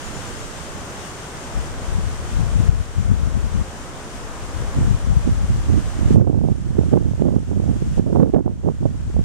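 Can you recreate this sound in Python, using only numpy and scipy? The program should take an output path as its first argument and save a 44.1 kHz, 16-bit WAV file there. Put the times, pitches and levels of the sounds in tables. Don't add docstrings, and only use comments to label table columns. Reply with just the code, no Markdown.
import sys
import numpy as np
from scipy import signal
from scipy.fft import rfft, irfft, next_fast_len
from scipy.io import wavfile
from scipy.ndimage import uniform_filter1d, minimum_filter1d, map_coordinates

SR = 44100
rng = np.random.default_rng(int(sys.argv[2]) if len(sys.argv) > 2 else 0)


def wrap_up_sound(samples):
    columns = np.atleast_2d(samples).T
    tamed = np.clip(columns, -1, 1)
    steps = np.round(tamed * 32767).astype(np.int16)
    wavfile.write(sys.argv[1], SR, steps)


N = 407484

# (start [s], length [s], port [0 left, 1 right], level [dB], air speed factor [ratio])
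PORT_GUSTS = [(1.553, 0.069, 0, -20.5, 0.96), (1.881, .22, 0, -18.5, 0.91), (2.326, 0.48, 0, -14.5, 0.91),
              (2.965, 0.31, 0, -12.5, 1.005), (3.279, 0.33, 0, -16, 0.99), (4.546, .13, 0, -20, .9),
              (4.746, 0.098, 1, -16.5, 1.01), (4.776, 0.15, 0, -13, 1.1), (5.032, 0.16, 0, -13, 0.85),
              (5.239, 0.059, 1, -12.5, 0.87), (5.3, 0.33, 0, -19, 0.98), (5.488, 0.046, 1, -16, 0.83),
              (5.686, 0.09, 1, -11, 0.81), (5.999, .13, 1, -14, .8), (6.062, 0.13, 0, -14.5, 0.92),
              (6.148, 0.081, 1, 0.58, .8), (6.26, 0.25, 1, -1.54, 0.74), (6.759, .09, 1, -5.5, 0.95),
              (6.915, 0.056, 1, -2, 1.23), (7.0, .13, 1, -6.5, 0.7), (7.183, .19, 1, -4, 1.016),
              (7.47, .24, 1, -5.5, 1), (7.969, 0.051, 1, -3.5, .85), (8.065, .085, 1, -3, 1.4),
              (8.161, .09, 1, 3, 1.05), (8.335, .05, 1, 4, .94), (8.45, 0.048, 1, -1, 0.83),
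              (8.634, 0.056, 1, -0.5, 1.094), (8.82, 0.044, 1, -3, 0.93), (9.143, .035, 1, -3, 0.69)]
# (time [s], left level [dB], right level [dB])
PORT_DRAUGHT = [(0, -43, -32), (.15, -41, -30), (1.2, -43, -41), (1.7, -27.5, -31), (2.6, -22, -32),
                (3.9, -37, -35), (4.4, -29.5, -33), (5.1, -21, -26), (5.9, -29, -21), (6.6, -20.5, -11.5),
                (7.85, -15.5, -12.5), (8.4, -15, -9.5), (9.24, -15.5, -16.5)]
# (frequency [Hz], relative level [dB])
LEFT_TURBULENCE = [(15, -20), (35, -5), (78, 0.5), (130, -7), (200, -14.5), (300, -25.5), (500, -49),
                   (900, -70), (2000, -100)]
RIGHT_TURBULENCE = [(15, -28), (45, -8), (120, 2), (250, -3), (500, -14.5), (900, -35.5), (1400, -43.5),
                    (2200, -71), (4000, -100)]
# (time [s], port [0 left, 1 right], peak at the port [dB], width [s])
HARD_EDDIES = [(2.693, 0, 1.2, .0024), (4.911, 0, -1, 0.002), (5.171, 0, 1, .0022), (6.17, 1, 11, .0011),
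               (6.273, 1, 4, 0.00044), (6.487, 1, 1, 0.00041), (6.518, 1, 4, .0011), (6.96, 1, 8, 0.00057),
               (7.222, 1, 9.5, 0.00053), (7.366, 1, 9.5, .0012), (7.515, 1, -2, 0.00048),
               (7.997, 1, 10, 0.00079), (8.16, 1, 7, .00035), (8.197, 1, 14.5, 0.00079),
               (8.339, 1, 13.5, 0.00057), (8.479, 1, 6.5, 0.00036), (8.688, 1, 7, .00037),
               (8.856, 1, 6, 0.0005)]
# (time [s], woods level [dB], leaves level [dB])
VEGETATION_LEVELS = [(0, -35, -37.5), (1.3, -34.5, -39.5), (2.6, -35, -40), (3.2, -36, -41.5),
                     (4.7, -34, -40.5), (5.25, -37.5, -42), (6.1, -38, -41.5), (7.3, -38.5, -39.5),
                     (8.5, -38.5, -40.5), (9.24, -40.5, -42.5)]
# (frequency [Hz], relative level [dB])
WOODS_SPECTRUM = [(20, -25), (60, 1.5), (150, 1), (300, -1), (500, -2.5), (800, -5), (1200, -6),
                  (1600, -10.5), (2200, -17.5), (3200, -26.5), (5000, -36), (12000, -65)]
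LEAF_SPECTRUM = [(500, -11), (1500, 9), (2300, 3.5), (3100, 5), (4200, -0.5), (6000, 3), (7200, 1.5),
                 (8600, -0.5), (10200, -11), (12200, -12.5), (15500, -22)]
# (frequency [Hz], coherence [0 to 1])
WOODS_COHERENCE = [(50, 0.95), (140, 1), (300, 0.82), (650, 0.72), (1400, 0.31), (3000, 0.088)]
# (frequency [Hz], left minus right level [dB])
LEAF_BALANCE = [(1500, 0), (3000, 2.5), (4400, 1.5), (6500, 7), (8300, 12), (10000, 11), (12000, 4.5),
                (15000, 1)]
# (centre time [s], pitch [Hz], left level [dB], length [s])
BIRD_NOTES = [(.055, 6860, -43, .035), (.16, 7060, -42, .045), (.277, 7000, -46, .035),
              (.385, 7020, -44.5, .03)]

LEFT, RIGHT = 0, 1


def wind_on_ports():
    flow, speed_factor = airflow(LEFT)
    left = amp(0.5) * buffet(flow, LEFT_TURBULENCE, pace=1.33 * speed_factor, speed_exponent=.22,
                             lump_db=4, lump_hz=36, flutter_db=2, dart_exponent=.45)
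    left += eddy_thuds(LEFT)
    flow, speed_factor = airflow(RIGHT)
    right = amp(0.62) * buffet(flow, RIGHT_TURBULENCE, pace=1.02 * speed_factor, speed_exponent=.26,
                               lump_db=2, lump_hz=45, flutter_db=2.5, dart_exponent=.65)
    right += eddy_thuds(RIGHT) + shed_slaps(flow)
    cross_share, corner_hz = 0.36, 476
    crossed_bass = filtered(np.array([right, left]), lambda hz: cross_share / (1 + 1j * hz / corner_hz))
    return np.array([left, right]) - crossed_bass


def airflow(port, attack_s=0.0243, release_s=.028):
    t = clock()
    power = amp(curves(PORT_DRAUGHT)[port]) ** 2
    weighted_speed = .8 * power
    for start, length, side, db, speed_factor in PORT_GUSTS:
        if round(side) == port:
            rise = np.clip((t - start) / attack_s + .5, 0, 1)
            fall = np.exp(-np.maximum(t - start - length, 0) / release_s)
            gust_power = (amp(db) * rise * fall) ** 2
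            power += gust_power
            weighted_speed += speed_factor * gust_power
    return np.sqrt(power), weighted_speed / power


def buffet(flow, spectrum, pace, speed_exponent, lump_db, lump_hz, flutter_db, dart_exponent):
    strength = flow * unit(amp(lump_db * np.tanh(wobble(lump_hz))))
    flutter = unit(amp(flutter_db * wobble(130)))
    speed = pace * strength ** speed_exponent * flutter ** dart_exponent
    speed = speed / (1 + (speed / 2.1) ** 4) ** (1 / 4)
    pattern = filtered(rng.standard_normal(N), lambda hz: amp(along(spectrum, hz)))
    pressure = map_coordinates(pattern, [np.cumsum(speed)], order=1, mode="mirror")
    local_rms = np.sqrt(np.abs(smooth(pressure ** 2, 0.025)) + 1e-12)
    return strength * flutter * pressure / local_rms


def eddy_thuds(port):
    thuds = np.zeros(N)
    for time, side, db, width_s in HARD_EDDIES:
        if round(side) == port:
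            blow = amp(db) * eddy_pulse(width_s)
            start = round(time * SR) - len(blow) // 2
            thuds[start:start + len(blow)] += blow
    return thuds


def shed_slaps(flow, shed_hz=47.24, gap_scatter=0.202, level_db=-2.5, spread_db=4):
    count = int(N / SR * shed_hz)
    lateness, size = rng.uniform(-1.01, 1, (count, 2)).T
    times = (np.arange(count) + gap_scatter * lateness) / shed_hz
    at = np.clip(times * SR, 0, N - 1).astype(int)
    peaks = flow[at] ** 1.71 * amp(level_db + spread_db * size)
    return signal.fftconvolve(np.bincount(at, peaks, N), eddy_pulse(width_s=0.00043), mode="same")


def eddy_pulse(width_s):
    t = np.arange(-SR // 50, SR // 50) / SR
    return -t / width_s * np.exp(.5 - .5 * (t / width_s) ** 2)


def woods():
    def mid_side_gains(hz):
        angle = np.arccos(np.clip(along(WOODS_COHERENCE, hz), -1, 1)) / 2
        return amp(along(WOODS_SPECTRUM, hz)) * [np.cos(angle), np.sin(angle)]
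    mid, side = filtered(patchy_noise(spread_db=0.32), mid_side_gains)
    level_db = curves(VEGETATION_LEVELS)[0] + 0.53 * wobble(5.33)
    return unit(np.array([mid + side, mid - side])) * amp(level_db)


def leaves():
    def stereo_gains(hz):
        return amp(along(LEAF_SPECTRUM, hz) + np.outer([.5, -.5], along(LEAF_BALANCE, hz)))
    hiss = unit(filtered(patchy_noise(spread_db=0.45), stereo_gains))
    level_db = curves(VEGETATION_LEVELS)[1] + 0.55 * wobble(14)
    return hiss * amp(level_db)


def bird():
    t, song = clock(), np.zeros(N)
    waver = 1 + 0.0122 * wobble(150)
    for centre, hz, db, length in BIRD_NOTES:
        envelope = amp(db) * np.exp(-2 * ((t - centre) / length) ** 2)
        song += envelope * np.sin(2 * np.pi * np.cumsum(hz * waver) / SR)
    return song * amp([[1], [-5]])


def patchy_noise(spread_db):
    spectra = signal.stft(rng.standard_normal((2, N)), nperseg=512)[2]
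    patches = uniform_filter1d(rng.standard_normal(spectra.shape), size=6, axis=1)
    patches = uniform_filter1d(patches, size=14, axis=2)
    return signal.istft(spectra * amp(spread_db * unit(patches)), nperseg=512)[1][:, :N]


def amp(db):
    return 10 ** (np.asarray(db) / 20)


def unit(x):
    return x / np.sqrt(np.mean(x ** 2) + 1e-20)


def clock():
    return np.arange(N) / SR


def along(points, hz):
    frequencies, values = np.transpose(points)
    return np.interp(np.log(hz + 1), np.log(frequencies + 1), values)


def curves(rows):
    times, *columns = np.transpose(rows)
    return [np.interp(clock(), times, column) for column in columns]


def smooth(x, seconds):
    width = max(int(seconds * SR), 1)
    return uniform_filter1d(uniform_filter1d(x, width), width)


def wobble(rate):
    return map_coordinates(rng.standard_normal(int(N * rate / SR) + 4), [clock() * rate])


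def filtered(x, response):
    size = next_fast_len(N + SR // 2)
    return irfft(rfft(x, size) * response(np.fft.rfftfreq(size, 1 / SR)), size)[..., :N]


def scene():
    return woods() + leaves() + bird() + wind_on_ports()


def limiter(x, ceiling_db, attack_s, hold_s, release_s):
    peak_db = 20 * np.log10(np.abs(x).max(axis=0) + 1e-9)
    needed_db = np.minimum(ceiling_db - peak_db, 0)
    early_db = minimum_filter1d(needed_db, int(attack_s * SR) + 1)
    span = max(int(hold_s * SR), 1)
    held_db = minimum_filter1d(early_db, span, origin=(span - 1) // 2)
    decay = np.exp(-clock() / release_s)
    gain_db = np.minimum.accumulate(held_db / decay) * decay
    return x * amp(smooth(gain_db, attack_s))


def record(dry):
    bass_cut_hz, notch_hz, notch_half_width_hz, top_hz = 15, 7875, 85, 15750
    bass_cut = lambda hz: hz / np.hypot(hz, bass_cut_hz)
    notch = lambda hz: np.abs(hz - notch_hz) / np.hypot(hz - notch_hz, notch_half_width_hz)
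    coloured = filtered(dry, lambda hz: bass_cut(hz) * notch(hz))
    limited = limiter(coloured, ceiling_db=0.22, attack_s=0.0056, hold_s=0.14, release_s=0.74)
    return filtered(np.clip(limited, -1, 1), lambda hz: hz < top_hz)


dry = scene()
out = record(dry)
wrap_up_sound(out)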